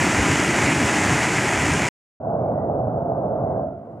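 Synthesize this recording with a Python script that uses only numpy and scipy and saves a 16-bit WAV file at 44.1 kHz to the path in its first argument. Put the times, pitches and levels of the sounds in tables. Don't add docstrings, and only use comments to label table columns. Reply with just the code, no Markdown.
import sys
import numpy as np
from scipy import signal
from scipy.fft import rfft, irfft
from scipy.io import wavfile

SR = 44100
rng = np.random.default_rng(int(sys.argv[2]) if len(sys.argv) > 2 else 0)


def wrap_up_sound(samples):
    columns = np.atleast_2d(samples).T
    tamed = np.clip(columns, -1, 1)
    steps = np.round(tamed * 32767).astype(np.int16)
    wavfile.write(sys.argv[1], SR, steps)


N = 176400
TIME, FREQ = np.arange(N) / SR, np.maximum(np.arange(N // 2 + 1) * SR / N, 1)

# frequency in Hz, relative level in dB.
RAPIDS_SPECTRUM = [(260, -31), (450, -7.5), (529, -2), (888, 0.5), (1050, -3.5), (1190, -4), (2060, 0),
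                   (2360, -2.5), (3890, -18), (5010, -16), (7250, -11), (8910, -19.5), (9740, -20.5),
                   (11300, -33), (15400, -42.5)]
# frequency in Hz, relative level in dB.
CHURN_SPECTRUM = [(20, -25.5), (44, -23), (62, -8), (90, -1.5), (125, 0), (200, 0), (245, -2.5), (295, 1.4),
                  (370, -2), (440, -6.5), (480, -11.5)]


def from_db(db):
    return 10 ** (np.asarray(db) / 20)


def rms_one(x):
    return x / np.sqrt(np.mean(x ** 2) + 1e-20)


def fader(levels):
    return from_db(np.interp(TIME, *np.transpose(levels)))


def over_hz(points):
    hz, value = np.transpose(points)
    return np.interp(np.log(FREQ), np.log(hz), value)


def colour(spectrum):
    octaves_outside = np.abs(np.log2(FREQ / np.clip(FREQ, spectrum[0][0], spectrum[-1][0])))
    return from_db(over_hz(spectrum) - 100 * octaves_outside)


def resonance(hz, half_width_hz):
    return 1 / (1 + ((FREQ - hz) / half_width_hz) ** 2) ** 2


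def noise(gain):
    return rms_one(irfft(rfft(rng.standard_normal(N)) * gain, N))


def drift(rate_hz):
    return noise(1 / (1 + (FREQ / rate_hz) ** 2))


def turbulence(spectrum, surge_db, flicker_db, rate_hz, channels=1):
    coloured = rfft(rng.standard_normal((channels, N))) * colour(spectrum)
    band = np.floor(2 * np.log2(FREQ / 20))
    surge, out = surge_db * drift(rate_hz), 0
    for k in range(20):
        out = out + irfft(coloured * (band == k), N) * from_db(surge + flicker_db * drift(rate_hz))
    return rms_one(out)


def bump(s, sigma_s):
    return np.exp(-.5 * ((TIME - s) / sigma_s) ** 2)


def rapids():
    return from_db(-22.86) * turbulence(RAPIDS_SPECTRUM, surge_db=.63, flicker_db=.42, rate_hz=11)


def splashes(per_s=1500, spread_db=7.5):
    born = rng.random(N) < per_s / SR
    sizes = from_db(spread_db * np.minimum(rng.exponential(1, N), 4))
    clicks = born * sizes * rng.choice([-1, 1], N)
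    return from_db(-32) * rms_one(irfft(rfft(clicks) * colour(RAPIDS_SPECTRUM), N))


def off_rocks(water, count=24):
    delays_s = np.geomspace(.002, .025, count) * rng.uniform(.92, 1.05, count)
    echoes = sum(rng.choice([-1, 1]) * np.roll(water, int(s * SR)) for s in delays_s)
    return water + from_db(-14.5) * echoes / np.sqrt(count)


def churn():
    return from_db(-24.5) * turbulence(CHURN_SPECTRUM, surge_db=.87, flicker_db=1.23, rate_hz=9.4)


def thumps():
    # centre in seconds, level in dB.
    landings = [(.2, -22), (.31, -33), (.655, -27.5), (.765, -36.5), (1.646, -28.5), (1.71, -26)]
    band = colour([(55, 0), (110.5, 0)])
    even_boom = np.cos(np.angle(signal.hilbert(noise(band))))
    boom = rms_one(irfft(rfft(even_boom) * band, N))
    return boom * sum(from_db(db) * bump(s, .017) for s, db in landings)


def surges(top_hz=240):
    # centre in seconds, level in dB.
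    heaves = [(.31, -25), (.55, -29.5), (0.649, -28), (0.729, -23.5), (.83, -24.5), (1.1, -22.5),
              (1.38, -24), (1.73, -23), (1.83, -26.5)]
    body = noise(colour(CHURN_SPECTRUM) / np.sqrt(1 + (FREQ / top_hz) ** 4))
    return body * sum(from_db(db) * bump(s, .03) for s, db in heaves)


def breakers():
    # centre in seconds, pitch in Hz, level in dB.
    waves = [(.55, 735, -32.5), (.69, 2220, -25), (1.0, 7280, -33), (1.12, 962, -36), (1.375, 2000, -27.5),
             (1.43, 9500, -57)]
    return sum(from_db(db) * bump(s, .018) * noise(resonance(hz, .2 * hz)) for s, hz, db in waves)


def near_flood():
    # time in seconds, gain in dB.
    easing = [(0, 1.33), (.3, 0.83), (.8, 0.63), (1.2, 0.4), (1.5, 0.05), (1.88, -0.53)]
    flow = off_rocks(rapids() + splashes()) + churn()
    return flow * fader(easing) + thumps() + surges() + breakers()


def microphone_pair(mid_and_side):
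    # frequency in Hz, coherence from 0 to 1.
    coherence = [(60, .975), (300, .972), (650, .935), (950, .82), (2000, .72), (3000, .55), (4500, .2)]
    # frequency in Hz, phase lead of the left side in radians.
    left_lead = [(60, .08), (320, .1), (500, .38), (680, .7), (850, .95), (1150, .95), (1450, .6),
                 (1750, 1.8), (2100, 1.2), (3000, 2.2)]
    # frequency in Hz, left minus right level in dB.
    balance = [(100, -2), (260, 0), (400, -3), (650, -3), (1150, 3), (1550, -2), (1900, 2.5)]
    mid, side = rfft(mid_and_side)
    alike, sign = over_hz(coherence), np.array([[1], [-1]])
    both = (np.sqrt(1 + alike) * mid + sign * np.sqrt(1 - alike) * side) / np.sqrt(2)
    gain = from_db(sign * over_hz(balance) / 2)
    return irfft(both * gain * np.exp(.5j * sign * over_hz(left_lead)), N)


def rumble():
    # frequency in Hz, relative level in dB.
    spectrum = [(12, -63), (20, -37.5), (40, -25), (113, 1), (398, -8), (430, -10.5), (560, -35),
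                (950, -120)]
    # time in seconds, level in dB.
    levels = [(2.2, -37.5), (2.29, -28.5), (2.6, -27.5), (3.0, -28.5), (3.27, -29), (3.45, -26.5),
              (3.61, -30.5), (3.68, -31.5), (3.82, -41), (4, -38)]
    water = turbulence(spectrum, surge_db=.5, flicker_db=.7, rate_hz=14, channels=2)
    return microphone_pair(water) * fader(levels)


def roar():
    # frequency in Hz, relative level in dB.
    spectrum = [(420, -4.5), (480, -4.5), (560, -2.5), (680, -2.5), (800, -6.5), (950, -15), (1200, -22),
                (1450, -29), (1600, -35), (1760, -47.5), (1950, -54), (2500, -66)]
    # time in seconds, relative level in dB.
    levels = [(2.2, -38.5), (2.25, -28.5), (2.32, -25.5), (2.6, -25), (3.0, -26), (3.57, -25.5),
              (3.65, -33), (3.74, -41.5), (4, -40.5)]
    water = turbulence(spectrum, surge_db=.44, flicker_db=1.1, rate_hz=62, channels=2)
    return from_db(-1.57) * microphone_pair(water) * fader(levels)


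def hollows(wander_hz=7):
    # pitch in Hz, half-width in Hz, relative level in dB.
    peaks = [(535.2, 7.3, -8), (607, 20, -6), (664.3, 28, -2.5), (708, 26, -5.5)]
    # time in seconds, gain for all the peaks in dB.
    levels = [(2.2, -39), (2.28, -30.5), (2.6, -29), (3.0, -31), (3.55, -28), (3.66, -28), (3.73, -35.5),
              (3.8, -42.5), (4, -51)]
    out = 0
    for hz, half_width_hz, db in peaks:
        wander = np.exp(2j * np.pi * np.cumsum(wander_hz * drift(rate_hz=3.015)) / SR)
        ring = signal.hilbert([noise(resonance(hz, half_width_hz)) for _ in range(2)])
        evened = np.real(ring * wander) / np.sqrt(np.abs(ring) + 1e-9)
        out = out + from_db(db) * rms_one(evened)
    return microphone_pair(out) * fader(levels)


def wash():
    # frequency in Hz, relative level in dB.
    spectrum = [(1000, -0.5), (1450, -5), (1750, -15), (2000, -14.5), (2450, -26), (2800, -24), (3500, -33),
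                (4500, -39), (12500, -49)]
    return from_db(-62) * microphone_pair([noise(colour(spectrum)) for _ in range(2)])


def hiss():
    # frequency in Hz, relative level in dB.
    spectrum = [(2500, 3.5), (3300, -3), (6200, -6), (11900, -5), (14000, -18)]
    # time in seconds, level in dB.
    levels = [(2.2, -100), (2.6, -96.5), (3.6, -91), (3.9, -82.5), (4, -80)]
    uneven = turbulence(spectrum, surge_db=1.5, flicker_db=.2, rate_hz=14, channels=2)
    tick = from_db(-75) * bump(2.966, .0013) * noise(colour(spectrum))
    return uneven * fader(levels) + tick


def knocks(pitch_hz=650, t60_s=.028, band_hz=(180, 1200)):
    # start in seconds, relative level in dB.
    collisions = [(2.443, -13.5), (2.697, -17), (2.802, -17.5), (3.118, -13), (3.239, -16), (3.28, -19),
                  (3.35, -23.5), (3.436, -15.5), (3.531, -22), (3.594, -12.5), (3.642, -20), (3.872, -26.5)]
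    out = 0
    for s, db in collisions:
        age = np.maximum(TIME - s, 0)
        hz = pitch_hz * rng.uniform(.9, 1.1)
        out = out + from_db(db - 60 * age / t60_s) * np.sin(2 * np.pi * hz * age)
    dull = signal.sosfilt(signal.butter(6, band_hz, "band", fs=SR, output="sos"), out)
    return microphone_pair([dull, np.zeros(N)])


def whistles():
    # centre in seconds, pitch in Hz, level in dB.
    notes = [(2.46, 2220, -72.5), (2.6, 1910, -65.5), (3.36, 1900, -74.5), (3.5, 1990, -70.5),
             (3.59, 1590, -61), (3.7, 1360, -59.5)]
    return sum(from_db(db) * bump(s, .055) * noise(resonance(hz, 140)) for s, hz, db in notes)


def scene(near_end_s=1.888, bank_start_s=2.2, fade_s=.003):
    near = near_flood() * (TIME < near_end_s)
    bank = rumble() + roar() + hollows() + wash() + hiss() + knocks() + whistles()
    bank_fade = np.clip(np.minimum(TIME - bank_start_s, TIME[-1] - TIME) / fade_s, 0, 1)
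    return near + bank * bank_fade


def record(dry, cutoff_hz=15600):
    return signal.sosfilt(signal.ellip(12, .1, 80, cutoff_hz, fs=SR, output="sos"), dry)


dry = scene()
out = record(dry)
wrap_up_sound(out)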